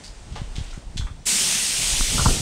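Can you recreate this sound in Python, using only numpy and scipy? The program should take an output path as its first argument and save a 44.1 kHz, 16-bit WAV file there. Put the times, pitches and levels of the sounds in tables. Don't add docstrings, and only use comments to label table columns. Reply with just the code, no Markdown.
import sys
import numpy as np
from scipy import signal
from scipy.fft import rfft, irfft, next_fast_len
from scipy.io import wavfile
from scipy.ndimage import uniform_filter1d, map_coordinates

SR = 44100
rng = np.random.default_rng(int(sys.argv[2]) if len(sys.argv) > 2 else 0)


def nominal_scale(level):
    x = np.asarray(level, float) / 20
    return 10 ** x


def master_out(mix):
    frames = np.transpose(np.atleast_2d(mix))
    ceiling = np.clip(frames, -1, 1)
    pcm = np.round(ceiling * 32767).astype(np.int16)
    wavfile.write(sys.argv[1], SR, pcm)


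N = 106281


def unit(x):
    return x / np.sqrt(np.mean(x ** 2) + 1e-20)


def along(points, hz):
    f, v = np.transpose(points)
    return nominal_scale(np.interp(np.log(hz + 1), np.log(f + 1), v))


def curves(rows):
    s, *cols = np.transpose(rows)
    return [np.interp(np.arange(N) / SR, s, c) for c in cols]


def wobble(rate_hz):
    return map_coordinates(rng.standard_normal(N), [np.arange(N) * rate_hz / SR])


def filtered(x, response):
    m = next_fast_len(len(x) + 8192)
    return irfft(rfft(x, m) * response(np.fft.rfftfreq(m, 1 / SR)), m)[:len(x)]


def rush(spectrum, patchy_db):
    z = signal.stft(rng.standard_normal(N), nperseg=512)[2]
    field = uniform_filter1d(rng.standard_normal(z.shape), size=6, axis=0)
    field = uniform_filter1d(field, size=14, axis=1)
    x = signal.istft(z * nominal_scale(patchy_db * unit(field)), nperseg=512)[1][:N]
    return unit(filtered(x, lambda hz: along(spectrum, hz)))


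def add(track, s, x):
    part = track[round(s * SR):][:len(x)]
    part += x[:len(part)]


# frequency in Hz, density in dB per Hz.
AIR_COLOUR = [(90, -10), (160, 16), (400, 9), (800, 11.5), (1200, 6.5), (3500, 3.5), (8500, 1.5),
              (15700, -16)]
# time in seconds, level in dB.
LEAF_SWELL = [(0, 4), (.12, 1.5), (.3, 2.5), (.5, 2), (.62, 6.5), (.76, 1), (.87, -2.5), (1.1, -1),
              (1.16, -3)]


def open_air():
    level_db = -52 + curves(LEAF_SWELL)[0]
    return rush(AIR_COLOUR, 0.5) * nominal_scale(level_db)


# time in seconds, strength in dB, share of small fast eddies in dB.
WIND_COURSE = [(0.0, -57, 17.5), (0.09, -38, -7), (0.62, -27.5, -10.5), (0.75, -31.5, -15),
               (0.78, -34, -5.5), (0.81, -38, -2), (1.06, -23.5, -15.5), (1.09, -32, -7.5), (1.4, -42, -5),
               (1.72, -40.5, 1), (1.94, -21, -8), (2.03, -19.5, -14), (2.07, -33.5, 1.5), (2.12, -22.5, -4),
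               (2.19, -25.5, -1), (2.29, -16, 0.5), (2.31, -14, -6), (2.41, -41, 11)]
# frequency in Hz, density in dB per Hz.
RUMBLE_COLOUR = [(12, -49), (22, 14), (50, 7), (90, -9.5), (160, -39.5)]
# frequency in Hz, density in dB per Hz.
EDDY_COLOUR = [(40, -18), (80, -3), (130, -2), (220, -10.5), (400, -18), (900, -22.5), (1500, -62)]


def wind():
    strength_db, eddy_db = curves(WIND_COURSE)
    rumble = rush(RUMBLE_COLOUR, 0.2)
    flutter = unit(rush(EDDY_COLOUR, 2.5) * nominal_scale(1 * wobble(30)))
    return (rumble + nominal_scale(eddy_db) * flutter) * nominal_scale(strength_db - 5.5)


# start in seconds, level in dB, frequency in Hz.
PORT_PUSHES = [(.10, -29, 37.2), (0.317, -24.5, 63.7), (0.389, -29, 59.7), (.416, -18.5, 116),
               (.43, -22.5, 40.3), (.505, -24.5, 44.2), (.582, -17.5, 114), (0.595, -20, 43.6),
               (0.61, -18, 75), (0.776, -22.5, 134), (0.866, -22, 38), (0.959, -21, 130),
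               (0.995, -15.5, 83), (1.021, -18.5, 55), (1.044, -19, 48.4), (1.11, -24, 68.5),
               (1.19, -30.5, 34.5), (1.947, -30, 43), (2.005, -22, 44), (2.008, -19, 203), (2.106, -20, 40),
               (2.143, -18, 38.5), (2.194, -11.5, 112), (2.215, -15, 55.4), (2.26, -6.5, 184),
               (2.265, -8, 68), (2.28, -13, 60.3), (2.31, -11.5, 33.7)]


def wind_pushes():
    decay_cycles = 0.76
    out, t = np.zeros(N), np.arange(SR // 10) / SR
    for s, db, hz in PORT_PUSHES:
        cycles = t * hz
        envelope = np.exp(-(cycles / decay_cycles) ** 2) * np.tanh(8 * cycles)
        add(out, s, nominal_scale(db) * np.sin(2 * np.pi * cycles) * envelope)
    return out


# start in seconds, level in dB, length in seconds.
PORT_RATTLES = [(2.009, -27.5, 0.004), (2.18, -24.5, 0.014), (2.194, -26.5, 0.024), (2.221, -30.5, 0.007),
                (2.248, -29, 0.031), (2.258, -15.5, 0.01), (2.283, -23, .014), (2.309, -42, 0.23)]
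# frequency in Hz, gain in dB.
PORT_COLOUR = [(150, 2), (350, 3), (900, 0.5), (1450, 5.5), (1700, -19), (2200, -80)]


def wind_rattle():
    rise_s = 0.00063
    gate, t = np.zeros(N), np.arange(SR // 10) / SR
    for s, db, length_s in PORT_RATTLES:
        add(gate, s, nominal_scale(db) * np.clip(t / rise_s, 0, 1) * np.exp(-(t / length_s) ** 2))
    return gate * rush(PORT_COLOUR, 0.8)


# start in seconds, length in seconds, from Hz, to Hz, level in dB.
BIRD_CHIRP = (1.193, .05, 5400, 6100, -61)


def bird():
    s, length_s, from_hz, to_hz, db = BIRD_CHIRP
    out, u = np.zeros(N), np.linspace(0, 1, round(length_s * SR))
    hz = from_hz + (to_hz - from_hz) * u ** 0.5
    phase = 2 * np.pi * np.cumsum(hz) / SR + wobble(300)[:len(u)]
    add(out, s, nominal_scale(db) * np.sin(np.pi * u) ** 0.5 * np.sin(phase))
    return out


def resonance(x, hz, q):
    def response(f):
        damping = 1j * f * hz / q
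        return (damping / (hz * hz - f * f + damping)) ** 2
    return unit(filtered(x, response))


# start in seconds, level in dB, centre in Hz, rise in seconds, t60 in seconds.
SHOE_SCUFFS = [(.034, -39.5, 4700, 0.0054, 0.28), (0.037, -44, 7800, 0.013, .12),
               (0.324, -46.5, 3300, 0.0011, 0.12), (0.353, -39.5, 3000, 0.0047, 0.34),
               (.356, -35.5, 820, 0.0053, 0.22), (.555, -33, 3650, 0.0016, 0.044),
               (0.561, -40, 3300, 0.0034, 0.17), (0.579, -37.5, 3380, 0.0051, 0.14),
               (0.618, -47, 2840, .03, 0.57), (0.638, -45, 6500, .002, .04),
               (0.701, -41, 3800, 0.012, 0.11), (0.726, -44.5, 1400, 0.004, 0.19),
               (0.732, -50, 6900, 0.0037, 0.35), (.969, -25, 3520, 0.0099, 0.095),
               (0.976, -41, 6600, 0.012, 0.21), (1.006, -38.5, 1390, 0.0035, 0.11),
               (1.067, -39, 1200, 0.0022, 0.11)]


def shuffle():
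    out, t = np.zeros(N), np.arange(SR // 2) / SR
    for s, db, hz, rise_s, t60_s in SHOE_SCUFFS:
        grit = rng.standard_normal(len(t)) * nominal_scale(3 * wobble(500)[:len(t)])
        body = unit(resonance(grit, hz, q=0.69) + 0.35 * resonance(grit, hz, q=3.5))
        add(out, s, body * nominal_scale(db - 60 * t / t60_s) * np.clip(t / rise_s, 0, 1))
    return out


# start in seconds, level in dB.
FITTING_CLINKS = [
    (.555, -52),
    (0.977, -36),
]
# frequency in Hz, level in dB, t60 in seconds.
FITTING_MODES = [(3400, -7, .45), (3150, -4, .15), (4250, 0, .12), (7700, -8, .25)]
CLINK_PITCHES = [1.08, 1]
CLINK_LIVES = [.08, 1]


def clinks():
    out, t = np.zeros(N), np.arange(SR // 2) / SR
    for (s, db), pitch, life in zip(FITTING_CLINKS, CLINK_PITCHES, CLINK_LIVES):
        shake = nominal_scale(1.9 * wobble(66)[:len(t)])
        blur_rad = 1.5 * wobble(397)[:len(t)]
        ring = np.zeros(len(t))
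        for hz, mode_db, t60_s in FITTING_MODES:
            decay = nominal_scale(db + mode_db - 60 * t / (t60_s * life))
            ring += decay * np.sin(2 * np.pi * hz * pitch * t + blur_rad)
        add(out, s, shake * ring)
    return out


# frequency in Hz, gain in dB.
BOOM_COLOUR = [(110, -29), (150, -3.5), (200, 2), (270, -9.5), (400, -11), (900, -33), (1500, -50)]


def hull_boom():
    return nominal_scale(-24) * rush(BOOM_COLOUR, 1.95)


# frequency in Hz, gain in dB.
FIRST_AIR_COLOUR = [(5000, -30), (7000, -1), (9000, -4), (13000, 0), (15700, -14)]


def first_air(open_s):
    level_db, fade_s = -1, 0.15
    t = np.arange(N) / SR
    return nominal_scale(level_db) * np.exp(-np.abs(t - open_s) / fade_s) * rush(FIRST_AIR_COLOUR, 1.2)


# time in seconds, level in dB, nozzle-to-hull echo delay in milliseconds.
JET_COURSE = [
    (1.248, -102, 0.35),
    (1.256, -34.5, 0.49),
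    (1.27, -19, 0.36),
    (1.516, -20.5, 0.34),
    (2.306, -22.5, 0.353),
    (2.41, -27.5, 0.38),
]
# frequency in Hz, density in dB per Hz.
HISS_COLOUR = [(250, -40), (400, -15), (1200, -12.5), (3000, -2.5), (6500, -1), (8800, -1), (11500, 0.5),
               (15700, -6.5)]


def jet():
    hull_echo, trim_db = 0.1, 0.5
    level_db, delay_ms = curves(JET_COURSE)
    open_s = JET_COURSE[0][0]
    n = np.arange(N)
    hiss = rush(HISS_COLOUR, 1.16)
    echo = map_coordinates(hiss, [n - delay_ms * SR / 1000])
    sputter = nominal_scale(0.24 * wobble(200))
    sound = unit(hiss + hull_echo * echo) * sputter + hull_boom() + first_air(open_s)
    surge_db = 0.42 * wobble(6.9)
    return sound * nominal_scale(level_db + trim_db + surge_db) * (n > open_s * SR)


def carport(x):
    t60_s, wet_db, gap_s = 0.19, -6.5, 0.006
    t = np.arange(SR // 2) / SR
    tail = rng.standard_normal(len(t)) * nominal_scale(-60 * t / t60_s) * (t > gap_s)
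    return x + nominal_scale(wet_db) * signal.fftconvolve(x, tail / np.linalg.norm(tail))[:N]


def scene():
    jet_wet = 0.45
    spray = jet()
    roofed = carport(shuffle() + clinks() + bird() + jet_wet * spray)
    gusts = wind() + wind_pushes() + wind_rattle()
    return np.tile(roofed + (1 - jet_wet) * spray + gusts + open_air(), (2, 1))


def top_cut(x):
    return signal.sosfilt(signal.butter(12, 15690, fs=SR, output="sos"), x)


# frequency in Hz, gain in dB.
MIC_RESPONSE = [(5, -44), (18, 0), (8800, 1.5), (10000, -5.5), (11500, -14.5), (15000, -16)]


def record(dry):
    ceiling, knee, top_hz = 0.67, 3.1, 15720
    side_hz, side_db, lean = 11580, -2, 0.12
    soft = dry[0] / (1 + np.abs(dry[0] / ceiling) ** knee) ** (1 / knee)
    mid = filtered(soft, lambda hz: along(MIC_RESPONSE, hz) * (hz < top_hz))
    scatter = rng.standard_normal(2500) / 50
    spread = nominal_scale(side_db) * signal.fftconvolve(mid, scatter)[:N] + lean * mid
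    side = filtered(spread, lambda hz: np.clip((hz - side_hz) / 800, 0, 1))
    return top_cut(np.array([mid + side, mid - side]))


dry = scene()
out = record(dry)
master_out(out)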